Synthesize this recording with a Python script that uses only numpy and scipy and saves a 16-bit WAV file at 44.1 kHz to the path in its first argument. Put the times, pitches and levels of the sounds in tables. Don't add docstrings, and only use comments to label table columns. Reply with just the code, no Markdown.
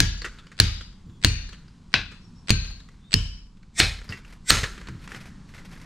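import sys
import numpy as np
from scipy import signal
from scipy.fft import rfft, irfft, next_fast_len
from scipy.io import wavfile

SR = 44100
rng = np.random.default_rng(int(sys.argv[2]) if len(sys.argv) > 2 else 0)


def pcm_store(signal):
    levels = np.round(np.clip(np.atleast_2d(signal), -1, 1) * 32767)
    wavfile.write(sys.argv[1], SR, levels.astype(np.int16).T)


N = 257984
SIZE = 36000
AGE, TIME = np.arange(SIZE) / SR, np.arange(N) / SR

# t/s, crack/dB, boom/dB, tail/dB, crunch/dB, crunch t60/s, treble limit/Hz,
# chisel pitch/ratio, left lag/s, left minus right/dB, loosened grit/dB
BLOWS = [(0.0028, 5, 0, -28, -25, 0.29, 13800, 0.95, 0.0001, 1, -56),
         (0.6002, 6.5, 0, -28, -26.5, 0.39, 13000, 0.99, 0.00005, 1, -63),
         (1.2467, 1.5, 0, -27.5, -27, 0.29, 13200, 0.94, 0.000079, 2, -59),
         (1.9399, 2, -13, -36, -18.5, 0.27, 5100, 1.12, 0.000068, 3.5, -78),
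         (2.5045, -0.5, -0.5, -27.5, -25, 0.11, 12900, 1.03, 0.000027, 2.5, -54.5),
         (3.14, 2.5, -2, -32, -32.5, 0.46, 13050, 1.023, 0.000058, 0, -64.5),
         (3.8007, 1.5, -2.5, -45.5, -16, 0.35, 12040, 0.97, 0.0000056, 0.9, -54),
         (4.5043, 3, -3.5, -52.5, -17, 0.43, 15000, 0.99, .000005, -0.5, -48)]
# f/Hz, base width/Hz, level/dB
SEATINGS = [
    [(1700, 110, 3), (3160, 220, -1.5), (3640, 200, -3), (4600, 270, -3), (5170, 250, -5.5),
     (6400, 340, -2)],
    [(1650, 160, -5), (2470, 180, -3.5), (3750, 520, -4), (4340, 350, -1), (5060, 300, -10.5),
     (5900, 550, -8)],
    [(1680, 130, -20), (2400, 180, 0), (2770, 190, -3), (3720, 190, -6.5), (4260, 140, 2), (4760, 170, -4),
     (6280, 410, -7), (8540, 300, -12)],
    [(1510, 77, 8), (2500, 110, 4.5), (2885, 510, -1.5), (4100, 470, 0)],
    [(2380, 110, -3), (2730, 120, 3.5), (3670, 260, -6), (4370, 200, 3.5), (6370, 420, -2),
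     (8480, 320, -7.5)],
    [(2300, 120, -5.5), (2910, 220, 4.5), (5060, 400, 4), (6560, 300, -9.5), (7900, 240, -5.5)],
    [(2210, 390, 1), (2470, 48, 1.5), (3460, 140, -1), (4030, 170, -2), (4240, 120, -6), (4580, 76, -3),
     (5350, 310, -16), (7850, 210, -22), (8600, 190, -20)],
    [(1350, 57, 3.5), (1790, 89, -2), (2180, 160, -3.5), (4060, 250, -8), (5030, 230, -20),
     (6170, 230, -15), (8550, 560, -15.5)],
]
# f/Hz, level/dB, t60/s
CHISEL_MODES = [(1740, -5.5, 0.0083), (2920, -11.5, 0.014), (4333, 1.5, 0.007), (5200, -19.5, 0.0096),
                (8350, -16.5, 0.012)]
LOOSE_CHISEL_MODES = [(1900, 4.5, 0.107), (1992, -1, 0.16), (2200, -29, .17), (2720, -4, 0.16),
                      (2780, 3, 0.028)]
FENCE_MODES = [(30, -30.5, 1), (43.7, -20.5, 0.84), (53.7, -34, 0.9), (75.65, -20, 0.56),
               (100.9, -18.5, 0.39), (116, -32.5, 0.2), (143.1, -27.5, 0.4), (170.3, -25, 0.28),
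               (195, -16.5, 0.048), (305, -17.5, .06), (436.7, -36.5, 0.2)]
# f/Hz, level/dB
CRACK_EQ = [(150, -10), (350, -7.5), (750, -17.5), (1600, -1.5), (4400, 0.5), (7000, -5.5), (11000, -11.5),
            (16000, -13)]
BOARDS_EQ = [(30, -9), (90, 9.5), (160, 5), (240, -1), (330, -6.5), (450, -17), (650, -36), (1500, -53.5)]
TAIL_EQ = [(300, -8), (600, -13), (1000, -16.5), (1600, -6.5), (3200, -7.5), (4700, -5.5), (6000, -17),
           (8500, -13.5), (10500, -20.5), (13000, -41.5), (16000, -57)]
CRUNCH_EQ = [(200, -5.5), (450, -6.5), (700, -11), (1400, -5.5), (2200, -3.5), (3100, -5), (4600, -3),
             (6500, -10), (8500, -17), (11000, -22), (14000, -29), (16000, -48)]
STONE_EQ = [(150, -13.5), (400, 8), (750, -10), (1400, 9), (4500, -6.5), (7500, -9), (11000, -25.5),
            (14000, -36), (16000, -41.5)]
GRIT_EQ = [(250, -4.5), (420, 0), (750, -2), (1300, -0.5), (2000, 2), (3000, -5), (5000, -7), (8000, -15),
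           (12000, -19), (14000, -32), (16000, -49)]
TOWN_EQ = [(15, 6), (30, 6.5), (50, 2), (100, -4), (180, 1), (250, -8.5), (400, -22.5), (630, -32),
           (1000, -23.5), (2000, -35.5), (4500, -33.5), (8000, -40), (11000, -51.5), (14000, -74.5)]
# f/Hz, t60/s
TAIL_T60 = [(300, 0.11), (1000, 0.61), (2500, 0.67), (5000, 0.89), (9000, 0.22), (15000, 0.64)]
# f/Hz, left-right likeness (clipped to -1..1 in use)
YARD_LIKENESS = [(200, 0.5), (800, 0.09), (1700, 0.23), (3800, -0.039), (8000, -1.4)]
# blow t/s, last tick/dB, whistle/dB
LEAD_INS = [(0.5998, -19.5, -49.5), (1.2477, -13.5, -35.5), (1.9397, -29, -63.5), (2.5044, -6.5, -35),
            (3.1401, -11, -29)]
# peak t/s, level/dB, time to rise 60 dB/s
SWELLS = [(3.7997, -13, .066), (4.5043, -12, .064)]
# f/Hz, width/Hz, level/dB
RUSH_PEAKS = [(2117, 260, 9.5), (3770, 630, 4.5), (5780, 1200, 2), (7500, 590, -3.5), (7990, 1100, 3)]
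# t/s, level/dB, f/Hz, t60/s
CHIPS = [(0.218, -32, 4500, 0.054), (0.2442, -26.5, 1500, 0.1), (0.386, -42, 3500, 0.064),
         (0.5165, -42.5, 1770, 0.074), (0.8081, -36.5, 3240, 0.056), (1.49, -34, 4020, 0.02),
         (1.5272, -40.5, 2960, 0.066), (2.112, -46, 1584, 0.21), (4.0908, -40, 4860, 0.18),
         (4.125, -41, 2270, 0.26), (4.6323, -20, 1770, 0.083), (4.885, -34.5, 1320, 0.037),
         (5.076, -27.5, 1930, 0.012), (5.1181, -28, 1800, 0.017), (5.1457, -34, 2000, 0.046),
         (5.5367, -46, 1990, 0.046), (5.5786, -44.5, 1960, 0.17), (5.762, -44, 1910, 0.027)]
# t/s, level/dB, t60/s
THUMPS = [(0.2456, -49, 0.11), (1.065, -41, 0.74), (4.093, -33, 0.25), (4.6325, -23.5, 0.069),
          (4.885, -34.5, 0.4), (4.948, -38, 0.18), (5.239, -49, 0.11)]
# t/s, level/dB
CLINKS = [(0.2446, -34.5), (4.124, -37)]
# t/s, length/s, level/dB
SCUFFS = [(4.034, 0.18, -52.5), (4.225, 0.16, -54), (4.977, 0.36, -48.5), (5.469, 0.21, -53.5),
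          (5.613, 0.38, -51.5)]
# t/s, length/s, start f/Hz, end f/Hz, level/dB
BIRD_NOTES = [(0.954, 0.28, 7420, 6750, -69), (1.064, 0.13, 3480, 3300, -59), (2.2, 0.085, 5650, 5350, -55),
              (2.314, .035, 6280, 5550, -73), (2.339, 0.068, 5250, 5620, -53.5),
              (3.001, .11, 3530, 3740, -54)]
# t/s, level/dB
TOWN_LEVEL = [(0, -48.5), (1.8, -47.5), (2.3, -45.5), (3.6, -51), (4.8, -44), (5.3, -43), (5.85, -43.5)]

FALL_S = 0.14


def hammering():
    out = np.zeros((2, N))
    for blow, seating in zip(BLOWS, SEATINGS):
        s, crack_db, boom_db, tail_db, crunch_db, crunch_t60, top_hz, pitch, lag_s, pan_db, _ = blow
        resonances = [(hz, 1.5 * width, db) for hz, width, db in seating]
        hit = from_db(crunch_db) * concrete_crunch(resonances, top_hz, crunch_t60)
        hit += from_db(crack_db) * steel_crack(top_hz, pitch, lag_s, seating)
        hit += from_db(tail_db) * ringing_tail(resonances)
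        pan = from_db([[pan_db / 2], [-pan_db / 2]])
        add(out, s, hit * pan + from_db(boom_db) * fence_boom())
    return out


def steel_crack(top_hz, pitch, lag_s, seating):
    modes = [(hz * pitch, db, t60) for hz, db, t60 in CHISEL_MODES if hz < top_hz]
    steel = from_db(1.5) * struck(modes, scatter_db=3)
    steel = np.array([np.interp(AGE - lag_s, AGE, steel), steel])
    damped = [(hz, 2 * width, db + 6) for hz, width, db in seating]
    burst = from_db(-6) * colour(noise(), CRACK_EQ, alike=0.92, peaks=damped, top_hz=top_hz)
    snap = 1 / (1 + (AGE / 0.0018) ** 3)
    return (steel + burst * snap) * attack(0.00068)


def fence_boom():
    panels = -struck(FENCE_MODES, scatter_db=-1.04) * attack(0.0051)
    rumble = colour(noise(), BOARDS_EQ, alike=0.82)
    boards = rumble * (from_db(-27) * fade(0.36) + from_db(-18.5) * fade(0.087))
    fade_out = 1 / (1 + (AGE / 0.4) ** 4)
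    return (panels + boards) * fade_out


def concrete_crunch(resonances, top_hz, t60):
    fractures = grains(per_s=7100, spread_db=2, grain_s=0.00049)
    return colour(fractures, CRUNCH_EQ, alike=1, peaks=resonances, top_hz=top_hz, ripple_db=3) * fade(t60)


def ringing_tail(resonances):
    spectrum = rfft(colour(noise(), TAIL_EQ, YARD_LIKENESS, resonances, ripple_db=5.5))
    hz = np.maximum(np.fft.rfftfreq(SIZE, 1 / SR), 1)
    centres, t60s = np.transpose(TAIL_T60)
    bands = [np.interp(np.log(hz), np.log(centres), row) for row in np.eye(len(centres))]
    ring = sum(irfft(spectrum * band, SIZE) * fade(t60) for band, t60 in zip(bands, t60s))
    fade_out = 1 / (1 + (AGE / 0.31) ** 6)
    lean_left = from_db([[1.7], [-1.7]])
    return ring * fade_out * attack(0.003) * lean_left


def lead_ins(ticks=3, gap_s=0.0105, step_db=11.5, whistle_hz=7940, rise_s=0.06):
    out = np.zeros((2, N))
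    envelope = (fade(0.004) + from_db(-10) * fade(0.026)) * attack(0.00083)
    whistle = np.sin(2 * np.pi * whistle_hz * TIME)
    for s, tick_db, whistle_db in LEAD_INS:
        for k in range(ticks):
            tick = colour(noise(), TAIL_EQ, alike=0.23, top_hz=8000) * envelope
            add(out, s - (k + 1) * gap_s, from_db(tick_db - k * step_db) * tick)
        out += from_db(whistle_db) * whistle * fade(rise_s, np.abs(s - TIME)) * (TIME < s)
    return out


def swells():
    out = np.zeros((2, N))
    for s, db, rise_s in SWELLS:
        rush = colour(noise(), CRUNCH_EQ, alike=0.99, peaks=RUSH_PEAKS, ripple_db=5.5) * fade(rise_s)
        add(out, s - SIZE / SR, from_db(db) * np.flip(rush, axis=1))
    return out


def falling_chips():
    out = np.zeros((2, N))
    for s, db, hz, t60 in CHIPS + stray_chips():
        contacts = grains(per_s=2500, spread_db=2, grain_s=0.0009)
        clatter = colour(contacts, STONE_EQ, alike=0.99, peaks=[(hz, 0.087 * hz, 10)])
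        envelope = (fade(t60) + from_db(-22.5) * fade(1)) * attack(0.00037)
        add(out, s, from_db(db) * clatter * envelope)
    return out


def stray_chips(count=3, spread_s=0.38, low_hz=1600, high_hz=5000, t60=0.028):
    rows = []
    for s, *_, grit_db in BLOWS:
        for late, small in rng.random((count, 2)):
            hz = low_hz * (high_hz / low_hz) ** small
            rows.append((s + FALL_S + late * spread_s, grit_db + 15 - 6 * late, hz, t60))
    return rows


def thumps():
    out = np.zeros((2, N))
    for s, db, t60 in THUMPS:
        add(out, s, from_db(db) * colour(noise(), BOARDS_EQ, alike=1) * fade(t60) * attack(0.00099))
    return out


def chisel_clinks():
    out = np.zeros((2, N))
    for s, db in CLINKS:
        add(out, s, from_db(db) * struck(LOOSE_CHISEL_MODES, scatter_db=2.5))
    return out


def gravel(trickle_t60=0.9):
    flow = np.zeros((1, N))
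    trickle = np.minimum(AGE / FALL_S, 1) * fade(trickle_t60, np.maximum(AGE - FALL_S, 0))
    for s, *_, grit_db in BLOWS:
        add(flow, s, from_db(grit_db) * trickle)
    for s, length, db in SCUFFS:
        add(flow, s, from_db(db) * np.sin(np.pi * np.minimum(AGE / length, 1)))
    stones = grains(per_s=260, spread_db=5, grain_s=0.0074, size=N)
    return flow * colour(stones, GRIT_EQ, alike=1)


def bird(buzz_hz=110):
    out = np.zeros((2, N))
    buzz = 0.02 * np.sin(2 * np.pi * buzz_hz * AGE)
    for s, length, start_hz, end_hz, db in BIRD_NOTES:
        along = np.clip(AGE / length, 0, 1)
        hz = (start_hz + (end_hz - start_hz) * along) * (1 + buzz)
        note = np.sin(np.pi * along) * np.sin(2 * np.pi * np.cumsum(hz) / SR)
        echoes = noise() * fade(0.25)
        echoes /= np.sqrt(np.sum(echoes ** 2))
        wet = signal.fftconvolve(note[None], echoes, axes=1)[:, :SIZE]
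        add(out, s, from_db(db) * (0.2 * note + 0.75 * wet))
    return out


def town_rumble():
    level_db = np.interp(TIME, *np.transpose(TOWN_LEVEL))
    return from_db(level_db) * colour(noise(N), TOWN_EQ, alike=0.99)


def from_db(db):
    return 10 ** (np.asarray(db) / 20)


def at_hz(points, hz):
    f, value = np.transpose(points)
    return np.interp(np.log(hz), np.log(f), value)


def attack(tau_s):
    return 1 - np.exp(-AGE / tau_s)


def fade(t60, age=AGE):
    return from_db(-60 * age / max(t60, 1e-3))


def add(out, s, sound):
    start = int(np.clip(round(s * SR), 0, N - 1))
    out[:, start:start + sound.shape[-1]] += sound[..., :N - start]


def noise(size=SIZE):
    return rng.standard_normal((2, size))


def grains(per_s, spread_db, grain_s, size=SIZE):
    strength = from_db(spread_db * np.minimum(rng.exponential(1, size), 4))
    clicks = (rng.random(size) < per_s / SR) * strength ** 2
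    power = signal.lfilter([1], [1, -np.exp(-1 / (grain_s * SR))], clicks + 1e-12)
    return noise(size) * np.sqrt(power)


def struck(modes, scatter_db):
    return sum(from_db(db + scatter_db * rng.standard_normal()) * np.sin(2 * np.pi * hz * AGE) * fade(t60)
               for hz, db, t60 in modes)


def colour(source, eq, alike, peaks=(), top_hz=20000, ripple_db=0):
    length = source.shape[-1]
    padded = next_fast_len(length)
    hz = np.maximum(np.fft.rfftfreq(padded, 1 / SR), 1)
    power = from_db(at_hz(eq, hz)) ** 2
    for centre, width, peak_db in peaks:
        power += from_db(peak_db) ** 2 / (1 + ((hz - centre) / width) ** 2) ** 2
    gain = np.sqrt(power / (1 + (eq[0][0] / hz) ** 4) / (1 + (hz / top_hz) ** 8))
    ripple_hz = np.arange(0, SR / 2, 70)
    gain *= from_db(ripple_db * np.interp(hz, ripple_hz, rng.standard_normal(len(ripple_hz))))
    alike = np.clip(alike if np.isscalar(alike) else at_hz(alike, hz), -1, 1)
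    mid, side = rfft(source, padded) * gain
    mid, side = mid * np.sqrt(1 + alike), side * np.sqrt(1 - alike)
    stereo = irfft(np.array([mid + side, mid - side]), padded)[:, :length]
    return stereo / np.sqrt(np.mean(stereo ** 2) + 1e-20)


def scene():
    bed = town_rumble()
    hits = hammering() + lead_ins() + swells()
    foley = falling_chips() + thumps() + chisel_clinks() + gravel()
    return hits + foley + bird() + bed


def record(dry):
    clipped = dry / (1 + dry ** 6) ** (1 / 6)
    cutoff_hz = 16200
    return signal.sosfilt(signal.ellip(10, 0.1, 80, cutoff_hz, fs=SR, output="sos"), clipped)


dry = scene()
out = record(dry)
pcm_store(out)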